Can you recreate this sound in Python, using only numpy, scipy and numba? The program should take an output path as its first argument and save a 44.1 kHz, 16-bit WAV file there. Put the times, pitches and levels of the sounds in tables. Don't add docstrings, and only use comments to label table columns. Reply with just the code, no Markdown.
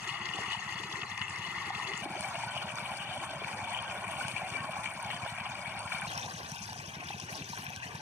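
import sys
import numpy as np
from scipy import signal
from scipy.fft import rfft, irfft, next_fast_len
from scipy.io import wavfile
from scipy.ndimage import uniform_filter1d
from numba import njit

SR = 44100
rng = np.random.default_rng(int(sys.argv[2]) if len(sys.argv) > 2 else 0)


def store_wav(level_fs):
    pcm = np.round(np.clip(np.atleast_2d(level_fs), -1, 1) * 32767)
    wavfile.write(sys.argv[1], SR, pcm.T.astype(np.int16))


N = 353231

# (start t/s, first firing t/s, firing rate f/Hz, engine level/dB,
# left-right likeness of the bubbles/0-1)
SPOTS = [(0, .0267, 10.944, -1.5, .89), (2.02, 2.026, 11.217, 0, .89), (6.07, 6.0813, 11.228, .5, .81)]
LUMPINESS = [0.71, 0.94, 1]
DENSITY = [1.2, 1.1, .7]
# (f/Hz, level/dB per Hz, before the spot's engine level)
RUMBLE = [(20, -105), (45, -95), (62, -84), (78, -86.5), (105, -71.5), (150, -77), (230, -82.5),
          (320, -102), (600, -120)]
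# (f/Hz, left level/dB per Hz, right level/dB per Hz)
BESIDE_COLOUR = [(265, -79, -88), (374, -75.5, -73), (530, -82, -94), (590, -90, -83.5),
                 (825, -71.5, -70.5), (1180, -67.5, -72), (1596, -82.5, -76), (1850, -63, -73),
                 (2114, -64.5, -69.5), (2280, -80, -87), (2606, -67.5, -77), (2950, -66.5, -79.5),
                 (3200, -84, -97), (3340, -70, -77.5), (3710, -84.5, -92), (4340, -80, -80.5),
                 (4430, -83.5, -77), (4680, -76, -94), (5000, -87.5, -91), (5620, -89, -81),
                 (5960, -89.5, -107), (6520, -77, -89), (6560, -95, -87), (6990, -79.5, -95),
                 (8100, -94.5, -94), (9700, -92, -89.5), (12600, -111.5, -111.5), (13180, -108.0, -107.0),
                 (15290, -112.0, -112.5)]
FACING_COLOUR = [(256, -80.5, -80.5), (360, -79, -82.5), (468, -88, -84.5), (587, -72.5, -69.5),
                 (806, -67, -68), (1092, -67.5, -71), (1250, -82, -74.5), (1485, -74, -70.5),
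                 (1730, -78.5, -77), (1950, -69, -89.5), (1990, -90.5, -80.5), (2310, -61, -74.5),
                 (2580, -73.5, -81), (3140, -70.5, -84.5), (3290, -83.5, -78), (3420, -74, -79),
                 (3980, -89.5, -98), (4300, -82, -80), (4960, -85, -90.5), (5970, -91.5, -86),
                 (6200, -85, -96.5), (8000, -88, -90), (8970, -86, -82.5), (9620, -91.5, -94.5),
                 (9900, -92.5, -89), (11170, -104.5, -103.5), (11700, -104.0, -103.0),
                 (12700, -108.5, -106.0), (15100, -110.5, -110.5)]
DOWNSTREAM_COLOUR = [(304, -78.5, -81.5), (467, -78, -84), (554, -95.5, -75.5), (720, -73.5, -73),
                     (1180, -73.5, -79.5), (1270, -100, -85), (1494, -73.5, -75.5), (2250, -78.5, -84.5),
                     (2390, -71.5, -82.5), (4000, -83.5, -85), (5340, -80, -89.5), (5750, -75.5, -86),
                     (6520, -80.5, -90), (7170, -89.5, -95.5), (8700, -101, -87), (10170, -90.5, -91.5),
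                     (11500, -103.8, -104.8), (12000, -92, -95), (12850, -95, -96), (13000, -108.4, -109.0),
                     (15160, -109.9, -107.8)]
# (f/Hz, phase/radians)
BESIDE_LEAD = [(0, 0), (1200, -.2), (1550, -2.4), (1850, -5.8), (2500, -6.8), (3200, -8.6), (4300, -7.9),
               (5200, -9.6), (6400, -12.7), (7500, -16.5), (15000, -31.4)]
FACING_LEAD = [(0, 0), (780, -.1), (1210, -1), (1460, .2), (2150, .2), (3270, -2.5), (5200, -3.5),
               (6800, -9.2), (8000, -11.3), (9800, -12.3), (11500, -18.7), (15000, -18.8)]
DOWNSTREAM_LEAD = [(0, 0), (860, -.7), (1290, -3), (1550, -2.4), (2200, -3.3), (3100, -6.2), (4600, -8.2),
                   (7000, -15.3), (7900, -18.8), (10200, -25.2), (13000, -31.4), (15000, -37)]
# (f/Hz, typical swing level/dB)
SURGES = [(400, -0.1), (900, -0.03), (2200, -0.6), (7000, 1.5)]
# (t/s, length/s, swell level/dB)
GULPS = [(0.165, 0.059, -8), (0.604, 0.17, -6.5), (0.39, 0.15, 9), (0.828, 0.076, 9), (0.987, 0.061, 3),
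         (1.193, .14, -7), (1.905, 0.042, 11), (2.07, 0.15, 7.5), (3.396, 0.48, 3.5), (4.4, 0.68, 2),
         (5.374, 0.22, -7.5), (5.65, 0.23, -1), (5.946, 0.11, -11), (6.375, 0.35, 3.5), (6.59, 0.15, -11.5),
         (7.25, .07, 4.5), (7.382, 0.1, 11.5), (7.798, 0.081, -9)]
# (t/s, middle-range level/dB)
CHURN = [(0, 0), (.55, 3.5), (.85, -3.5), (1.25, -0.5), (1.8, 4), (2.0, -0.5), (2.4, 1), (2.75, 0),
         (3.3, 1), (5.6, 0), (6.15, 0.5), (6.5, -8.5), (7.2, -11.5), (8.0, -9.5)]
# (t/s, treble level/dB; the bubbles take a share of it)
SPRAY = [(0, 1.5), (0.45, -0.5), (1.0, 2), (1.4, -2), (2.0, 3), (2.6, -1.5), (3.6, -2.5), (4.3, 1),
         (5.0, 0.5), (5.35, -3.5), (6.15, 3.5), (6.65, 9.5), (6.85, 5.5), (7.15, 13.5), (7.7, 5.5),
         (8.0, 0.5)]
# (t/s, length/s, swell level/dB, centre f/Hz)
FLURRIES = [(.3, 1, 6.5, 3090), (1.106, 0.16, -5, 3090), (1.23, 0.12, 7, 2900), (1.898, 0.19, 7, 2220),
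            (2.573, 0.18, 10, 3030), (3.12, 0.38, 9.5, 3060), (3.3, 0.18, -10, 2100),
            (3.79, 0.2, 13.5, 3090), (4.12, 0.077, 0, 1900), (4.265, 0.39, 11, 2770),
            (4.868, 0.04, 11, 2500), (5.12, 0.07, 14, 3120), (5.843, 0.057, -20, 2060),
            (6.157, 0.13, 3.5, 3090), (6.17, 0.18, 4, 1900), (6.2, 0.099, 5.5, 2420),
            (6.48, 0.036, -6, 3080), (6.583, 0.065, -18, 1900), (6.676, 0.074, -8, 1180),
            (6.797, 0.059, 4, 1900), (7.04, 0.2, 9, 2270), (7.205, 0.072, -14.5, 1920),
            (7.355, 0.038, 0, 1890), (7.655, 0.18, 5, 2100), (7.78, .04, -21, 1900),
            (7.852, 0.099, 8, 1900)]
# (t/s, peak level/dB, centre f/Hz)
SPLASHES = [(0.1052, -44.5, 3860), (0.256, -28, 5500), (0.288, -29, 3760), (0.4158, -29, 1860),
            (0.689, -37, 5470), (0.8333, -33, 4540), (0.925, -33.5, 4400), (1.0157, -30, 3680),
            (1.0293, -27, 2250), (1.177, -28, 2460), (1.197, -37, 3300), (1.214, -23, 3350),
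            (1.222, -30, 2060), (1.3828, -51, 4000), (1.476, -37, 4300), (1.505, -35, 3700),
            (1.566, -38, 3720), (1.6576, -35.5, 3940), (1.682, -48, 3940), (1.7492, -27, 3680),
            (1.8715, -30.5, 4200), (1.9343, -31, 3970), (2.7831, -28, 1560), (3.2354, -30.5, 1174),
            (3.309, -37, 5200), (3.7727, -33, 3120), (4.018, -31.5, 786), (4.8564, -27.5, 2480),
            (5.046, -34, 4440), (5.103, -27, 3230), (5.402, -37, 4400), (5.875, -31, 2370),
            (5.9184, -24.5, 2140), (6.0176, -29, 2010), (6.176, -32, 4440), (7.0853, -32.5, 4200),
            (7.201, -34.5, 4540), (7.5743, -35, 1770), (7.6651, -32, 2660), (7.8, -42.5, 3300)]
# (t/s, peak level/dB, pitch f/Hz, ring/cycles)
PLOPS = [(0.388, -29.5, 615, 6.7), (0.549, -30, 875, 18), (1.704, -26.5, 787, 16), (1.799, -28, 1040, 19),
         (2.059, -32, 315, 5.2), (2.1003, -41, 323, 7.8), (2.152, -31, 810, 14), (2.1618, -38.5, 362, 11),
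         (2.436, -26.5, 880, 22), (2.566, -29, 674, 10), (3.233, -31, 1014, 18), (3.418, -37, 425, 18),
         (4.419, -29, 744, 11), (4.548, -37.5, 457, 10), (4.693, -30.5, 640, 10), (4.766, -28.5, 800, 17),
         (6.258, -41, 940, 35), (6.539, -42.5, 946, 76), (6.69, -37.5, 880, 20), (6.723, -38.5, 740, 15),
         (6.76, -38, 720, 15), (7.105, -30, 807, 15), (7.1417, -37, 800, 9.6), (7.532, -34.5, 940, 40),
         (7.953, -41, 920, 18), (0.336, -29.5, 2854, 39), (1.281, -30, 2730, 40), (2.6184, -37, 3280, 40),
         (3.7472, -29.5, 3070, 45), (3.789, -26.5, 3200, 39), (4.2093, -28, 1470, 40),
         (4.249, -33, 1510, 45), (4.364, -28, 2390, 71), (4.8727, -44, 2380, 37), (5.262, -32.5, 1460, 21),
         (7.132, -36.5, 2580, 83), (7.732, -38, 2540, 70), (7.831, -37, 2570, 62)]
# (t/s, peak level/dB, trapped bubble f/Hz, ring over impact level/dB)
TICKS = [(0.4359, -33, 5700, -12), (1.1775, -31.5, 5640, -16), (1.9764, -32.5, 7500, 4),
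         (2.2079, -27, 9000, -2), (2.5097, -43, 8570, -8), (2.7561, -31, 6140, -2),
         (3.1622, -46, 8590, -28), (3.7055, -34, 8700, 0), (3.8237, -33, 9300, 0), (4.115, -33, 9180, 0),
         (4.2822, -26, 8500, -10), (4.9372, -36, 8660, 4), (5.0275, -30, 8950, 1), (5.7927, -30, 9050, 1),
         (5.9404, -38, 8450, -14), (6.0132, -31, 9700, 8), (6.1765, -29, 5450, -9),
         (6.5181, -31, 5900, -20), (6.7306, -33.5, 5540, -22), (7.1995, -28, 5800, -11),
         (7.7029, -38, 6000, -4), (7.7618, -29.5, 5970, -19)]


def undb(db):
    return 10 ** (np.asarray(db) / 20)


def on_log(hz, points_hz, values):
    return np.interp(np.log(hz + 1e-9), np.log(points_hz), values)


def bins(size):
    return np.fft.rfftfreq(size, 1 / SR)


def walk(rate, size):
    hold = max(int(SR / rate), 2)
    steps = np.repeat(rng.standard_normal(4096), hold)[:size]
    smooth = uniform_filter1d(steps, hold)
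    return smooth / smooth.std()


def hump(t, s, length):
    return np.exp2(-np.minimum((2 * (t - s) / length) ** 2, 20))


def add(out, x, s):
    i = int(s * SR)
    x = x[:, max(-i, 0):out.shape[1] - i]
    out[:, max(i, 0):max(i, 0) + x.shape[1]] += x


def puffs(first_s, rate, silencer):
    level_db, length_s, lag_s = -51.5, 0.022, 0.0011
    cycle = (np.arange(N) / SR - first_s) * rate
    since_firing = ((cycle + .5) % 1 - .5) / rate
    gas = signal.sosfilt(silencer, rng.standard_normal(N))
    return undb(level_db) * hump(since_firing, lag_s, length_s) * gas / gas.std()


def rumble():
    size = next_fast_len(N)
    noise = rfft(rng.standard_normal((2, size))) * np.sqrt(SR / 2)
    shape = undb(on_log(bins(size), *np.transpose(RUMBLE)))
    mid, side = irfft(noise * shape, size)[:, :N]
    return mid + undb(-16) * side * np.array([[1], [-1]])


def engine(first_s, rate):
    thud_db, jitter_s = -39.0, 0.00093
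    bank_s, bank_db = 0.0137, -14
    silencer = signal.butter(4, [86, 208], "bandpass", fs=SR, output="sos")
    t = np.arange(4096) / SR
    direct = signal.sosfilt(silencer, signal.unit_impulse(len(t)))
    bank = undb(bank_db) * np.interp(t - bank_s, t, direct, left=0)
    tail_shape = (1 - np.exp(-t / 0.00096)) * np.exp(-t / 0.082)
    tail_noise = undb(-39) / 2 * rng.standard_normal(len(t))
    tail = signal.sosfilt(silencer, tail_noise * tail_shape)
    firings = np.arange(first_s, N / SR, 1 / rate)
    firings = firings + jitter_s * (2 * rng.random(len(firings)) - 1)
    # pulse, bank echo and tail each waver by -0.5 to 1.5 times these dB
    waver_db = [[1.5], [6], [4]] * (2 * rng.random((3, len(firings))) - 0.5)
    starts = np.maximum((firings * SR).astype(int) - direct.argmax(), 0)
    pulses = np.zeros((3, N))
    pulses[:, starts] = undb(waver_db)
    thuds = signal.oaconvolve(pulses, np.array([direct, bank, tail]), axes=1).sum(axis=0)[:N]
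    thuds = thuds / direct.max() * undb(thud_db)
    return thuds + puffs(first_s, rate, silencer) + rumble()


@njit
def ring(size, start, hz, cycles, gain, turn, glide):
    out = np.zeros((2, size))
    for k in range(len(start)):
        life = int(cycles[k] * SR / hz[k]) + 2
        step = 2 * np.pi * hz[k] / SR
        pole, rise = np.exp(1j * step - 5.5 / life), np.exp(1j * step * glide / life)
        z, right = gain[k] + 0j, np.exp(1j * turn[k])
        for i in range(start[k], min(start[k] + life, size)):
            out[0, i] += z.imag
            out[1, i] += (z * right).imag
            z *= pole
            pole *= rise
    return out


def swarm(size, likeness, density, count, cycles, big_db, small_db, glide):
    total = int(density * count * size / SR)
    when, pitch, damping, strength = rng.random((total, 4)).T
    hz = (np.sqrt(130) + pitch * (np.sqrt(15500) - np.sqrt(130))) ** 2
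    scatter_db = on_log(hz, [1500, 8000], [big_db, small_db])
    chance = np.minimum(-np.log(1 - strength), 4.5)
    typical_chance = np.quantile(chance, np.linspace(0, 1, 16))
    mean_power = np.mean(undb(scatter_db[:, None] * typical_chance) ** 2, axis=1)
    gain = hz ** (3 / 4) * undb(scatter_db * chance) / np.sqrt(mean_power)
    gain = gain * rng.choice([-1, 1], total)
    turn_spread = np.sqrt(-2 * np.log(likeness)) * (np.minimum(hz, 6000) / 1000) ** .33
    turn = turn_spread * rng.standard_normal(total)
    start = (when * size).astype(np.int64)
    spectrum = rfft(ring(size, start, hz, cycles * (.5 + damping), gain, turn, float(glide)))
    power = uniform_filter1d(np.mean(np.abs(spectrum) ** 2, axis=0), size=size // 80)
    return spectrum * np.sqrt(size * SR / 2 / power)


def surging(t):
    surges_per_s = 6.93
    reach = 1.24
    class_hz, swing_db = np.transpose(SURGES)
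    swells = []
    for db, share in zip(swing_db, np.eye(len(SURGES))):
        swells.append((db * walk(surges_per_s, len(t)), list(zip(class_hz, share))))
    for s, length, db, hz in FLURRIES:
        swells.append((db * hump(t, s, length), [(hz / reach, 0), (hz, 1), (hz * reach, 0)]))
    gulps = sum(db * hump(t, s, length) for s, length, db in GULPS)
    churn = np.interp(t, *np.transpose(CHURN))
    spray = np.interp(t, *np.transpose(SPRAY))
    swells.append((gulps, [(520, 1), (790, 0)]))
    swells.append((churn, [(400, 0), (700, 1), (1200, 0.55), (2000, 0.0), (4000, 0.64)]))
    swells.append((spray, [(2500, 0.024), (5000, 0.77)]))
    return swells


def gush(size, swells, likeness, lumpiness, density):
    flicker_rate, spatter_rate = 55, 55
    trickle = swarm(size, likeness, density, count=700, cycles=162, big_db=2.5, small_db=3.0, glide=0.062)
    boil = swarm(size, likeness, density, count=3400, cycles=34.4, big_db=2.0, small_db=4.0, glide=0.16)
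    fizz = swarm(size, likeness, density, count=12000, cycles=6.2, big_db=3.0, small_db=0.5, glide=0.042)
    fine = on_log(bins(size), [3300, 6000], [0, 1])
    spectrum = undb(-7.5 - 2.2 * fine) * trickle + undb(-5.5 - 2 * fine) * boil
    spectrum = spectrum + undb(-8 + 2.76 * fine) * fizz
    centres = np.geomspace(220, 13000, 18)
    spatter, neighbour, out = walk(spatter_rate, size), walk(flicker_rate, size), 0
    for hz, band in zip(centres, np.eye(len(centres))):
        own = walk(flicker_rate, size)
        depth_db = lumpiness * on_log(hz, [400, 1200, 5000], [4.0, 1.46, 2.5])
        flicker_db = depth_db * (own + neighbour) / np.sqrt(2)
        surge_db = 0
        for course, reach in swells:
            share = on_log(hz, *np.transpose(reach))
            if share:
                surge_db = surge_db + share * course
        spatter_db = on_log(hz, [1500, 5000], [.4, 1.82]) * spatter
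        swell = undb(surge_db + flicker_db + spatter_db)
        bubbles = irfft(spectrum * on_log(bins(size), centres, band), size)
        out = out + bubbles * swell / np.sqrt(np.mean(swell ** 2))
        neighbour = own
    return out


def strays(size, count, low_hz, high_hz, db, scatter_db, cycles, glide):
    when, pitch, side, strength = rng.random((count * size // SR, 4)).T
    hz = low_hz * (high_hz / low_hz) ** pitch
    gain = undb(db + scatter_db * np.minimum(-np.log(1 - strength), 3))
    start = (when * size).astype(np.int64)
    return ring(size, start, hz, np.full(len(hz), float(cycles)), gain, 2 * side - 1, float(glide))


def burst(hz, count, spread, scatter_s, cycles, glide, size=4096):
    pitch, side, gain = rng.standard_normal((count, 3)).T
    delay = np.abs(scatter_s) * SR * rng.exponential(size=count)
    start = size // 8 + delay.astype(np.int64)
    pitches = np.clip(hz * np.exp(spread * pitch), 200, 15000)
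    lengths = np.full(count, float(cycles))
    return ring(size, start, pitches, lengths, gain + np.sign(gain), .5 * side, float(glide))


def splash(hz):
    return burst(hz, count=30, spread=0.255, scatter_s=0.0024, cycles=33, glide=0.037)


def plop(hz, cycles):
    sound = burst(hz, count=1, spread=0, scatter_s=0, cycles=cycles, glide=0.035)
    age = np.maximum(np.arange(sound.shape[1]) - sound.shape[1] // 8, 0) / SR
    return sound * (1 - np.exp(-age * hz / 0.45))


def tick(hz, ring_db):
    impact = burst(11000, count=14, spread=0.26, scatter_s=0.00046, cycles=8.1, glide=0)
    ping = plop(hz, cycles=54)
    return impact / np.abs(impact).max() + undb(ring_db) * ping / np.abs(ping).max()


def heard(x, colour, lead):
    hz = bins(x.shape[1])
    points_hz, left_db, right_db = np.transpose(colour)
    turn = np.exp(.5j * np.interp(hz, *np.transpose(lead)))
    left = undb(on_log(hz, points_hz, left_db)) * turn
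    right = undb(on_log(hz, points_hz, right_db)) / turn
    bass_cut = hz ** 4 / np.hypot(hz ** 4, 230. ** 4)
    return irfft(rfft(x) * np.array([left, right]) * bass_cut, x.shape[1])


def water(start, end, likeness, lumpiness, density, colour, lead):
    size = next_fast_len(int((end - start) * SR) + 1024)
    out = np.zeros((2, N))
    flow = gush(size, surging(start + np.arange(size) / SR), likeness, lumpiness, density)
    flow = flow + strays(size, count=6, low_hz=8450, high_hz=13000,
                         db=50, scatter_db=-4, cycles=3.4, glide=0)
    flow = flow + strays(size, count=45, low_hz=654.6, high_hz=3650,
                         db=31, scatter_db=1.5, cycles=35, glide=0.11)
    flow = flow + strays(size, count=40, low_hz=3435, high_hz=9560,
                         db=37.5, scatter_db=3.5, cycles=66, glide=.08)
    add(out, heard(flow, colour, lead), start)
    knots = [(s, db, splash(hz)) for s, db, hz in SPLASHES if start <= s < end]
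    knots += [(s, db, plop(hz, cycles)) for s, db, hz, cycles in PLOPS if start <= s < end]
    knots += [(s, db, tick(hz, ring_db)) for s, db, hz, ring_db in TICKS if start <= s < end]
    for s, db, knot in knots:
        sound = heard(knot, colour, lead)
        peak = np.abs(sound.mean(axis=0)).max()
        add(out, sound * undb(db) / peak, s - knot.shape[1] / 8 / SR)
    return out


def scene():
    t, out = np.arange(N) / SR, 0
    ends = [spot[0] for spot in SPOTS[1:]] + [N / SR]
    colours = [BESIDE_COLOUR, FACING_COLOUR, DOWNSTREAM_COLOUR]
    leads = [BESIDE_LEAD, FACING_LEAD, DOWNSTREAM_LEAD]
    views = zip(SPOTS, ends, LUMPINESS, DENSITY, colours, leads)
    for (start, first_s, rate, engine_db, likeness), end, lumpiness, density, colour, lead in views:
        here = uniform_filter1d(((t >= start) & (t < end)) * 1., size=128)
        jet = water(start, end, likeness, lumpiness, density, colour, lead)
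        out = out + here * (jet + undb(engine_db) * engine(first_s, rate))
    return out


def record(dry):
    return signal.sosfilt(signal.ellip(10, .2, 70, 15600, fs=SR, output="sos"), dry)


dry = scene()
out = record(dry)
store_wav(out)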